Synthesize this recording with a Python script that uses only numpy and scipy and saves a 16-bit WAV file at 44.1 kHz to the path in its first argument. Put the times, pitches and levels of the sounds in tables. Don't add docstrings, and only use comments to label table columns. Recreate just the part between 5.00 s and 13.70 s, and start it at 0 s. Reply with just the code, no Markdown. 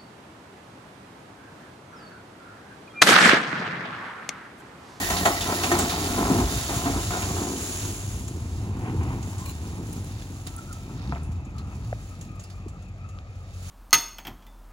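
import sys
import numpy as np
from scipy import signal
from scipy.fft import rfft, irfft, next_fast_len
from scipy.io import wavfile
from scipy.ndimage import uniform_filter1d

SR = 44100
rng = np.random.default_rng(int(sys.argv[2]) if len(sys.argv) > 2 else 0)


def to_wav(sig):
    pcm = np.clip(np.atleast_2d(sig), -1, 1) * 32767
    pcm = np.round(pcm).astype(np.int16)
    wavfile.write(sys.argv[1], SR, pcm.T)


N = 383669
T = np.arange(N) / SR
FFT_SIZE = next_fast_len(N + 16384, real=True)
FREQ = np.arange(FFT_SIZE // 2 + 1) * SR / FFT_SIZE
BED_EMPTY_S, ROLL_ENDS_S = 2.92, 6.75
IDLE_HZ, IDLE_DB = 45.36, -34.5

# (frequency [Hz], level [dB])
CLOD_COLOUR = [(35, -38), (60, 5.5), (130, -2.5), (200, 2), (300, 1.5), (420, -4.5), (520, -14),
               (1000, -5.5), (6000, -109)]
# (frequency [Hz], level [dB])
SCRAPE_COLOUR = [(200, -14), (480, -10.5), (680, 2.5), (900, 2.5), (1400, -4.5), (1700, -6.5), (2300, -6),
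                 (4000, -47), (12000, -95)]
# (frequency [Hz], level [dB])
CRUMBLE_COLOUR = [(700, -22), (1800, -1.5), (2600, -5.5), (3700, -5.5), (5000, -4.5), (6200, -8),
                  (8000, -48)]
# (frequency [Hz], level [dB])
HISS_COLOUR = [(2500, -2), (5500, -3.5), (6600, 3.5), (7400, 5.5), (8000, -2.5), (9100, 3.5), (10200, -4),
               (11300, -4), (12500, -12), (15500, -6.5)]
# (pitch [Hz], width [Hz], level [dB])
BED_MODES = [(175, 50, 3), (245.5, 7.5, 7.5), (284, 35, 7), (352, 22, 8), (402, 103, 8), (691, 25, 7.5),
             (1022, 15, 5.5), (1118, 15, -0.5), (1310, 64, 3), (1820, 5.7, -17), (3713, 120, 6),
             (4360, 150, -2.5)]
# (middle [s], length [s], swell [dB])
SOIL_SLUMPS = [(0.494, 0.2, 6.5), (0.81, 0.56, 4), (1.308, 0.69, 9.5), (1.91, 0.47, 9), (2.323, 0.37, 7)]
# (time [s], boom [dB], clang [dB], fade [s])
BED_BLOWS = [(0.1, -32, -25, 0.34), (0.253, -24.5, -17.5, 0.33), (0.715, -28, -21, 0.36),
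             (0.633, -41, -27, 0.27), (0.79, -32, -30.5, 0.34), (0.92, -26.5, -32, 0.21),
             (1.182, -30, -27.5, 0.16), (1.301, -15.5, -36, 0.31), (1.385, -24, -31, 0.3),
             (1.69, -30, -30.5, 0.62), (1.856, -32, -31, 0.42), (2.105, -35, -29, 0.36),
             (2.136, -47, -34.5, 0.76), (2.364, -44, -34.5, 0.49), (2.468, -23, -43, 0.11),
             (6.122, -49, -29, 0.082), (6.157, -55, -33.5, 0.11)]
# (time [s], pitch [Hz], level [dB], fade [s])
BED_KNOCKS = [(0.256, 1910, -19, 0.12), (0.258, 680, -24, 0.36), (0.11, 181.7, -28, 0.82),
              (0.715, 1824, -17, 0.072), (0.716, 351.4, -17.5, 0.41), (0.716, 1280, -19, 0.091),
              (1.3, 270, -6.5, 0.1), (1.345, 97, -19, 0.25), (1.187, 286, -19.5, 0.23),
              (1.86, 276, -15.5, 0.19), (2.129, 1430, -29.5, 0.26), (1.399, 56.5, -22.5, 0.84),
              (1.919, 55.4, -19, 0.43), (2.8, 99.4, -25, 0.67), (3.95, 84.4, -19, 0.57),
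              (6.228, 56.6, -25, 0.36), (6.85, 112, -24.5, 0.36)]
# (frequency [Hz], level [dB])
PIPE_COLOUR = [(36, -17.5), (46, -5), (62, -3), (90, 1), (115, -2), (140, -12), (190, -12.5), (300, -25),
               (3000, -108)]
# (throttle on [s], throttle off [s], top firing rate [Hz],
# coasting time [s], swell [dB], level change while coasting [dB])
ENGINE_PUSHES = [(1.119, 2.345, 95.5, 0.33, 2.5, -4.5), (3.0, 4.08, 119.2, 0.85, 2.5, 0.5),
                 (5.88, 6.422, 82.55, 0.65, 3.5, 1.5)]
# (frequency [Hz], level [dB])
GROUND_COLOUR = [(40, -29.5), (70, -0.5), (105, 4.5), (215, 0.5), (320, -0.5), (450, -10.5), (1000, -46),
                 (6000, -77)]
# (frequency [Hz], level [dB])
GRAVEL_COLOUR = [(250, -8), (550, -10), (760, 2), (920, 2.5), (1150, -3), (1600, -10.5), (2600, -10.5),
                 (5000, -40), (12000, -67)]
# (middle [s], length [s], rumble swell [dB], gravel swell [dB])
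TYRE_RUTS = [(4.003, 1.16, 9.5, 11.5), (4.8, 0.76, 8.5, 2.5), (6.11, 0.62, 7, 7.5), (6.77, 0.47, 1, 4.5),
             (7.269, 0.34, 10, -2)]
# (time [s], strength [dB])
HEAP_FLOW = [(3.4, -57.5), (4.4, -52.5), (5.5, -54), (6.1, -58.5), (6.5, -67), (6.7, -59.5), (7.12, -57.5),
             (7.3, -62), (8.0, -68), (8.45, -63.5), (8.7, -51.5)]
# (time [s], strength [dB], share of crunch [dB], pitch [Hz], rattle fade [s])
PEBBLE_FALLS = [(0.167, -25.5, -2, 4130, 0.21), (0.408, -24.5, -11, 3460, 0.2),
                (0.634, -21, -10, 2560, 0.18), (0.786, -21, -25, 7600, 0.27),
                (0.893, -31.5, -1, 3770, 0.47), (2.22, -29, -10, 2620, 0.16),
                (3.279, -31, -36, 7210, 0.058), (4.226, -37.5, -13, 7000, 0.11),
                (4.381, -38.5, -30, 7500, 0.34), (4.9263, -43, -29, 7460, 0.13),
                (5.221, -42, -2, 3400, 0.041), (5.4666, -36.5, -3.5, 7170, 0.11),
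                (5.581, -42, -25, 8300, 0.16), (5.7277, -41, -16, 6930, 0.1), (6.232, -48, -27, 8700, 0.24),
                (6.317, -50, -15, 7260, 0.11), (6.449, -49.5, -34, 6900, 0.098),
                (6.5812, -42.5, -5, 4246, 0.11), (7.086, -52, -20, 6880, 0.13),
                (7.2113, -38, -28, 6930, 0.092), (7.3952, -42.5, -15, 6950, 0.18),
                (7.437, -46, -16, 4970, 0.13), (7.5002, -45, -10, 4720, 0.11), (7.6826, -45, -14, 7630, .1),
                (7.8238, -49, -20, 7170, 0.056), (8.0886, -50, -12, 6740, 0.14),
                (8.536, -50, -9, 6470, 0.07)]
# (time [s], level [dB])
STONE_SNAPS = [(0.79, -15.5), (4.93, -32.5), (5.043, -39), (5.4709, -29), (5.5632, -32), (5.727, -36),
               (6.2317, -44), (7.438, -41)]
# (pitch [Hz], width [Hz], level [dB])
STONE_MODES = [(8950, 420, 0), (15300, 600, -10)]
# (time [s], pitch [Hz], level [dB], length [s])
PLOP_EVENTS = [(6.123, 1290, -24, 0.0014), (6.15, 2710, -32, 0.0015), (6.9262, 631, -19.5, 0.0066),
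               (6.928, 1720, -26.5, 0.0024), (7.66, 334.5, -28.5, 0.0099), (8.188, 2650, -28, 0.00044)]
# (time [s], strength [dB], fade [s])
GATE_CLINKS = [(4.452, -41, 0.15), (4.488, -43.5, 0.1)]
# (pitch [Hz], width [Hz], level [dB])
LATCH_MODES = [(2440, 100, 5), (2790, 110, 2.5), (4117, 78, 7.5), (5800, 120, -5), (7090, 66, 7),
               (7650, 150, 1.5), (10800, 3100, -7.5), (15200, 1000, -6)]
# (middle [s], length [s], pitch [Hz], level [dB])
STEEL_SQUEAKS = [(4.458, 0.17, 1060, -44), (5.59, 0.043, 1340, -45), (5.655, 0.62, 1322, -53),
                 (5.699, 0.079, 1372, -43.5)]
# (frequency [Hz], level [dB])
YARD_COLOUR = [(150, -6.5), (310, -10), (500, -10.5), (760, -10), (950, -19), (1450, -22.5), (2200, -19.5),
               (2900, -29), (4000, -35), (5300, -48), (7000, -29), (12000, -97)]
# (pitch [Hz], width [Hz], level [dB])
MACHINE_WHINE = [(1259, 200, -58.5), (2530, 310, -63.5)]
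# (frequency [Hz], phase [radians])
STEREO_PHASE = [(0, 0), (1400, 1.4), (2800, 4.8), (5200, 8.1), (6200, 6.2), (15700, -6.3)]
# (frequency [Hz], likeness [0-1])
STEREO_LIKENESS = [(300, 0.99), (900, 0.94), (2200, 0.63), (3700, 0.19), (5600, 0.43), (7200, 0.45),
                   (8600, 1), (15000, 0.78)]
# (frequency [Hz], left minus right [dB])
STEREO_BALANCE = [(400, 0), (700, 2), (1200, 1), (2000, -2.5), (3700, -1.5), (5300, -6), (6600, -0.5)]


def sliding_soil(clods, scrape, crumble, hiss, top_db=6.5, dull_db_per_s=3.0):
    slump_db = sum(db * hump(s, length) for s, length, db in SOIL_SLUMPS)
    rumble_db = ebb(start_db=-33.5, thin_db_per_s=2.5, end_s=2.56, fall_db_per_s=10) + slump_db
    grit_db = ebb(start_db=-34, thin_db_per_s=4.5, end_s=2.1, fall_db_per_s=9.5) + 1.01 * slump_db
    crumbs_db = ebb(start_db=-34.5, thin_db_per_s=3.5, end_s=2.27, fall_db_per_s=18)
    fines_db = ebb(start_db=-32.5, thin_db_per_s=0.63, end_s=BED_EMPTY_S, fall_db_per_s=31)
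    rumble = stream(clods, per_s=700, spread_db=1, surge_hz=12, surge_db=3) * undb(rumble_db)
    grit = stream(scrape, per_s=1200, spread_db=-3, surge_hz=13, surge_db=1.7) * undb(grit_db)
    crumbs = stream(crumble, per_s=2200, spread_db=-0.5, surge_hz=17, surge_db=1) * undb(crumbs_db)
    fines = stream(hiss, per_s=11000, spread_db=-1, surge_hz=13.88, surge_db=1) * undb(fines_db)
    return rumble + grit + crumbs + treble(fines, 11600, top_db - dull_db_per_s * T)


def blows(clods, scrape, crack, thin_db_per_s=4):
    s, boom_db, clang_db, t60 = np.transpose(BED_BLOWS)
    boom = struck(clods, bursts(s, boom_db, t60, rise_s=0.00084), per_s=3700)
    clang = struck(scrape, bursts(s, clang_db, t60, rise_s=0.00076), per_s=6000)
    crunch_db = clang_db - thin_db_per_s * s
    crunch = struck(crack, bursts(s, crunch_db, 0.55 * t60, rise_s=0.00034), per_s=12000)
    return boom + clang + crunch


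def knocks(neighbour_ratio=0.86, neighbour_db=-18.5):
    out = np.zeros((2, N))
    for s, hz, db, t60 in BED_KNOCKS:
        note = ring(hz, t60, rise_s=1 / hz)
        neighbour = undb(neighbour_db) * ring(neighbour_ratio * hz, t60, rise_s=1 / hz)
        add(out, s, undb(db) * (note + neighbour))
    return out


def small_stones():
    steel_db = ebb(start_db=-38.5, thin_db_per_s=7, end_s=0.81, fall_db_per_s=19)
    clicks_db = ebb(start_db=-42, thin_db_per_s=1.5, end_s=2.35, fall_db_per_s=21)
    steel = pings(1767, 2030, t60=0.12, spread_db=3, count=260)
    clicks = pings(2600, 7600, t60=0.025, spread_db=12, count=3600)
    return steel * undb(steel_db) + clicks * undb(clicks_db)


def last_sheet(hz=6850, width_hz=900, db=-42):
    band = resonances([(hz, width_hz, 0)]) ** 2
    return noise(band) * undb(db) * hump(middle_s=2.43, length_s=2.1)


def engine_drive(lag_s=0.069, top_hold_s=0.15, rev_db_per_octave=2.5, recede_db_per_s=0.5):
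    hz, throttle_db = IDLE_HZ * (1 + 0.015 * wander(2)), 0
    for on, off, top_hz, coast_s, swell_db, coast_db in ENGINE_PUSHES:
        idle_at = off + coast_s
        hz += (top_hz - IDLE_HZ) * plateau(on, off - top_hold_s, off, idle_at)
        throttle_db += swell_db * plateau(on, on + lag_s, off, off + lag_s)
        throttle_db += coast_db * plateau(off, off + lag_s, idle_at, idle_at + lag_s)
    rev_db = rev_db_per_octave * np.log2(hz / IDLE_HZ)
    return hz, IDLE_DB + throttle_db + rev_db - recede_db_per_s * T


def engine(lumpy_db=1.5, hum_db=-4, burble_db=-1):
    hz, db = engine_drive()
    phase = 2 * np.pi * np.cumsum(hz * (1 + 0.006 * wander(10))) / SR
    harmonics = np.arange(1, 5)[:, None]
    weights = undb(read_at(PIPE_COLOUR, harmonics * hz))
    hum = np.sum(weights * np.sin(harmonics * phase), axis=0)
    hum /= np.sqrt(np.sum(weights ** 2, axis=0) / 2)
    burble = stream(response(PIPE_COLOUR), per_s=400, spread_db=1.5, surge_hz=3.46, surge_db=0.7)
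    even_db = np.interp(hz, [47, 56], [2, 0])
    hum *= undb(hum_db + even_db + lumpy_db * wander(13))
    return undb(db) * (hum + undb(burble_db - even_db) * burble)


def tyres(takeover_s=0.7, bright_db=4, dull_db_per_s=2.5):
    ground_db = ebb(start_db=-39.5, thin_db_per_s=0.51, end_s=ROLL_ENDS_S, fall_db_per_s=11)
    gravel_db = ebb(start_db=-45, thin_db_per_s=1.72, end_s=ROLL_ENDS_S, fall_db_per_s=10)
    for s, length, rumble_swell, gravel_swell in TYRE_RUTS:
        ground_db += rumble_swell * hump(s, length)
        gravel_db += gravel_swell * hump(s, length)
    ground = stream(response(GROUND_COLOUR), per_s=800, spread_db=2, surge_hz=12, surge_db=0.9)
    gravel = stream(response(GRAVEL_COLOUR), per_s=3800, spread_db=0, surge_hz=21.03, surge_db=1.5)
    top_db = bright_db - dull_db_per_s * np.maximum(T - BED_EMPTY_S, 0)
    rumble = treble(ground * undb(ground_db), 283, top_db)
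    fade_in = np.interp(T, [BED_EMPTY_S - takeover_s, BED_EMPTY_S + takeover_s], [0, 1])
    return fade_in * (rumble + gravel * undb(gravel_db))


def rut_crunch(crumble, db=-52):
    grit = unit(through(grains(per_s=900, spread_db=1), crumble))
    return grit * undb(db) * hump(middle_s=6.06, length_s=0.42)


def runoff(crumble, hiss, fines_db=4.5, crumbs_db=-56):
    flow_db = curve(HEAP_FLOW)
    lull_db = flow_db - flow_db.max()
    fines = stream(hiss, per_s=9300, spread_db=0.5, surge_hz=23, surge_db=1.6)
    crumbs = stream(crumble, per_s=4500, spread_db=1.5, surge_hz=22.24, surge_db=2)
    earth = fines * undb(flow_db + fines_db) + crumbs * undb(crumbs_db + 0.76 * lull_db)
    fade_in = np.interp(T, [BED_EMPTY_S, HEAP_FLOW[0][0]], [0, 1])
    return fade_in * treble(earth, 6700, 0.59 * lull_db)


def pebbles(crumble, hiss, body_db=1, spray_db=-4.5, ring_db=-4, ring_t60=0.0056):
    s, level_db, share_db, pitch, rattle_t60 = np.transpose(PEBBLE_FALLS)
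    out = struck(crumble, bursts(s, level_db + share_db + body_db, rattle_t60, rise_s=0.0009), per_s=7000)
    out += struck(hiss, bursts(s, level_db + spray_db, rattle_t60, rise_s=0.00021), per_s=7800)
    age = np.arange(SR // 10) / SR
    for when, db, hz, t60 in zip(s, level_db, pitch, rattle_t60):
        note = np.sin(2 * np.pi * hz * age) * fade(age, ring_t60)
        rattle = rng.standard_normal(len(age)) * fade(age, t60)
        ringing = signal.fftconvolve(rattle, note / np.linalg.norm(note))[:len(age)]
        add(out[0], when, undb(db + ring_db) * ringing)
    return treble(out, hz=11000, db=-5)


def snaps(t60=0.021):
    s, db = np.transpose(STONE_SNAPS)
    envelope = bursts(s, db, np.full(len(s), t60), rise_s=0.00027)
    return struck(resonances(STONE_MODES), envelope, per_s=12000)


def trickle(hiss, spray_t60=0.051, share_db=-6):
    age = np.arange(SR // 5) / SR
    hops = np.abs(grains(per_s=70, spread_db=2)[0])
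    sprays = signal.fftconvolve(hops, fade(age, spray_t60))[:N]
    patter = unit(struck(hiss, sprays, per_s=8000))
    return patter * (T > BED_EMPTY_S) * undb(curve(HEAP_FLOW) + share_db)


def plops():
    out = np.zeros(N)
    for s, hz, db, length in PLOP_EVENTS:
        age = np.arange(int(length * SR)) / SR
        swell = np.sin(np.pi * age / length) ** 2
        add(out, s, undb(db) * swell * np.sin(2 * np.pi * hz * age))
    return out


def latch(boost_db=7):
    s, db, t60 = np.transpose(GATE_CLINKS)
    return struck(resonances(LATCH_MODES), bursts(s, db + boost_db, t60, rise_s=0.0049), per_s=3100)


def squeaks():
    return sum(undb(db) * hump(s, length) * rough_tone(hz, width_hz=72, waver=0.016, waver_hz=34)
               for s, length, hz, db in STEEL_SQUEAKS)


def yard(murmur_db=-52, pulse_db=3.5, pulse_hz=28):
    murmur = noise(undb(read_at(YARD_COLOUR)))
    whine = 0
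    for hz, width, db in MACHINE_WHINE:
        whine += undb(db + pulse_db * wander(pulse_hz)) * rough_tone(hz, width, waver=0.028, waver_hz=17)
    return undb(murmur_db + 0.2 * wander(13)) * murmur + whine * hump(middle_s=7.1, length_s=8.4)


def undb(db):
    return 10 ** (np.asarray(db) / 20)


def unit(x):
    return x / np.sqrt(np.mean(x ** 2))


def add(out, s, sound):
    start = int(s * SR)
    out[..., start:start + sound.shape[-1]] += sound[..., :N - start]


def curve(points):
    return np.interp(T, *np.transpose(points))


def plateau(*corners_s):
    return np.interp(T, corners_s, [0, 1, 1, 0])


def hump(middle_s, length_s):
    return np.cos(np.pi * np.clip((T - middle_s) / length_s, -0.5, 0.5)) ** 2


def fade(age, t60):
    return np.exp(-np.log(1000) * age / t60)


def ebb(start_db, thin_db_per_s, end_s, fall_db_per_s):
    return start_db - thin_db_per_s * T - fall_db_per_s * np.maximum(T - end_s, 0)


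def wander(per_s):
    hold = int(SR / per_s)
    steps = np.repeat(rng.standard_normal(N // hold + 1), hold)
    return 1.3 * uniform_filter1d(uniform_filter1d(steps, hold), hold)[:N]


def bursts(times, dbs, t60s, rise_s):
    out, age = np.zeros(N), np.arange(SR // 2) / SR
    for s, db, t60 in zip(times, dbs, t60s):
        add(out, s, undb(db) * (1 - np.exp(-age / rise_s)) * fade(age, t60))
    return out


def read_at(points, hz=FREQ):
    frequency, value = np.transpose(points)
    return np.interp(np.log(hz + 1), np.log(frequency), value)


def response(colour):
    cepstrum = irfft(np.log(undb(read_at(colour))), FFT_SIZE)
    cepstrum[1:FFT_SIZE // 2] *= 2
    cepstrum[FFT_SIZE // 2 + 1:] = 0
    return np.exp(rfft(cepstrum))


def resonances(modes):
    return sum(undb(db) * 1j * FREQ * width / (hz ** 2 - FREQ ** 2 + 1j * FREQ * width)
               for hz, width, db in modes)


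def through(x, gain):
    return irfft(rfft(x, FFT_SIZE) * gain, FFT_SIZE)[..., :N]


def treble(x, hz, db):
    return x + (undb(db) - 1) * through(x, 1 - 1 / (1 + (FREQ / hz) ** 8))


def noise(colour):
    return unit(through(rng.standard_normal((2, N)), colour))


def grains(per_s, spread_db):
    out, hits = np.zeros((2, N)), rng.random(N) < per_s / SR
    size = undb(spread_db * np.minimum(rng.exponential(size=N)[hits], 5))
    out[:, hits] = rng.standard_normal((2, N))[:, hits] * size
    return unit(out)


def stream(colour, per_s, spread_db, surge_hz, surge_db):
    return unit(through(grains(per_s, spread_db), colour)) * undb(surge_db * wander(surge_hz))


def struck(colour, envelope, per_s):
    return through(grains(per_s, 0) * envelope, colour / np.sqrt(np.mean(np.abs(colour) ** 2)))


def ring(hz, t60, rise_s):
    age = np.arange(int(t60 * SR)) / SR
    wave = np.sin(2 * np.pi * (hz * age + rng.random((2, 1))))
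    return wave * (1 - np.exp(-age / rise_s)) * fade(age, t60)


def pings(low_hz, high_hz, t60, spread_db, count):
    out = np.zeros((2, N))
    for when, pitch, size in rng.random((count, 3)):
        hz = low_hz * (high_hz / low_hz) ** pitch
        add(out, when * N / SR, undb(spread_db * size ** 2) * ring(hz, t60, rise_s=t60 / 100))
    return unit(out)


def rough_tone(hz, width_hz, waver, waver_hz):
    sway = noise(1 / (1 + (2 * FREQ / width_hz) ** 4))
    phase = 2 * np.pi * np.cumsum(hz * (1 + waver * wander(waver_hz))) / SR
    return sway[0] * np.cos(phase) + sway[1] * np.sin(phase)


def stereo(direct, scattered):
    alike = np.clip(read_at(STEREO_LIKENESS), 0, 1)
    common = rfft(direct, FFT_SIZE) * np.sqrt((1 + alike) / 2)
    apart = rfft(scattered, FFT_SIZE) * np.sqrt((1 - alike) / 2)
    lead = np.interp(FREQ, *np.transpose(STEREO_PHASE))
    lean = undb(read_at(STEREO_BALANCE) / 2) * np.exp(0.5j * lead)
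    left, right = (common + apart) * lean, (common - apart) / lean
    return irfft(np.array([left, right]), FFT_SIZE)[:, :N]


def scene():
    bed = 1 + resonances(BED_MODES)
    clods, scrape, crumble = (bed * response(c) for c in (CLOD_COLOUR, SCRAPE_COLOUR, CRUMBLE_COLOUR))
    hiss = response(HISS_COLOUR)
    soil = sliding_soil(clods, scrape, crumble, hiss) + blows(clods, scrape, crumble + hiss / 2)
    soil += knocks() + small_stones() + last_sheet()
    heap = runoff(crumble, hiss) + pebbles(crumble, hiss) + snaps() + trickle(hiss)
    direct, scattered = soil + heap + tyres() + rut_crunch(crumble) + latch() + engine() + yard()
    return stereo(direct + plops() + squeaks(), scattered)


def record(dry):
    bass_cut = signal.butter(10, 38, "high", fs=SR, output="sos")
    treble_cut = signal.ellip(10, 0.2, 70, 15850, fs=SR, output="sos")
    return signal.sosfilt(treble_cut, signal.sosfilt(bass_cut, dry))


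dry = scene()
out = record(dry)
to_wav(out)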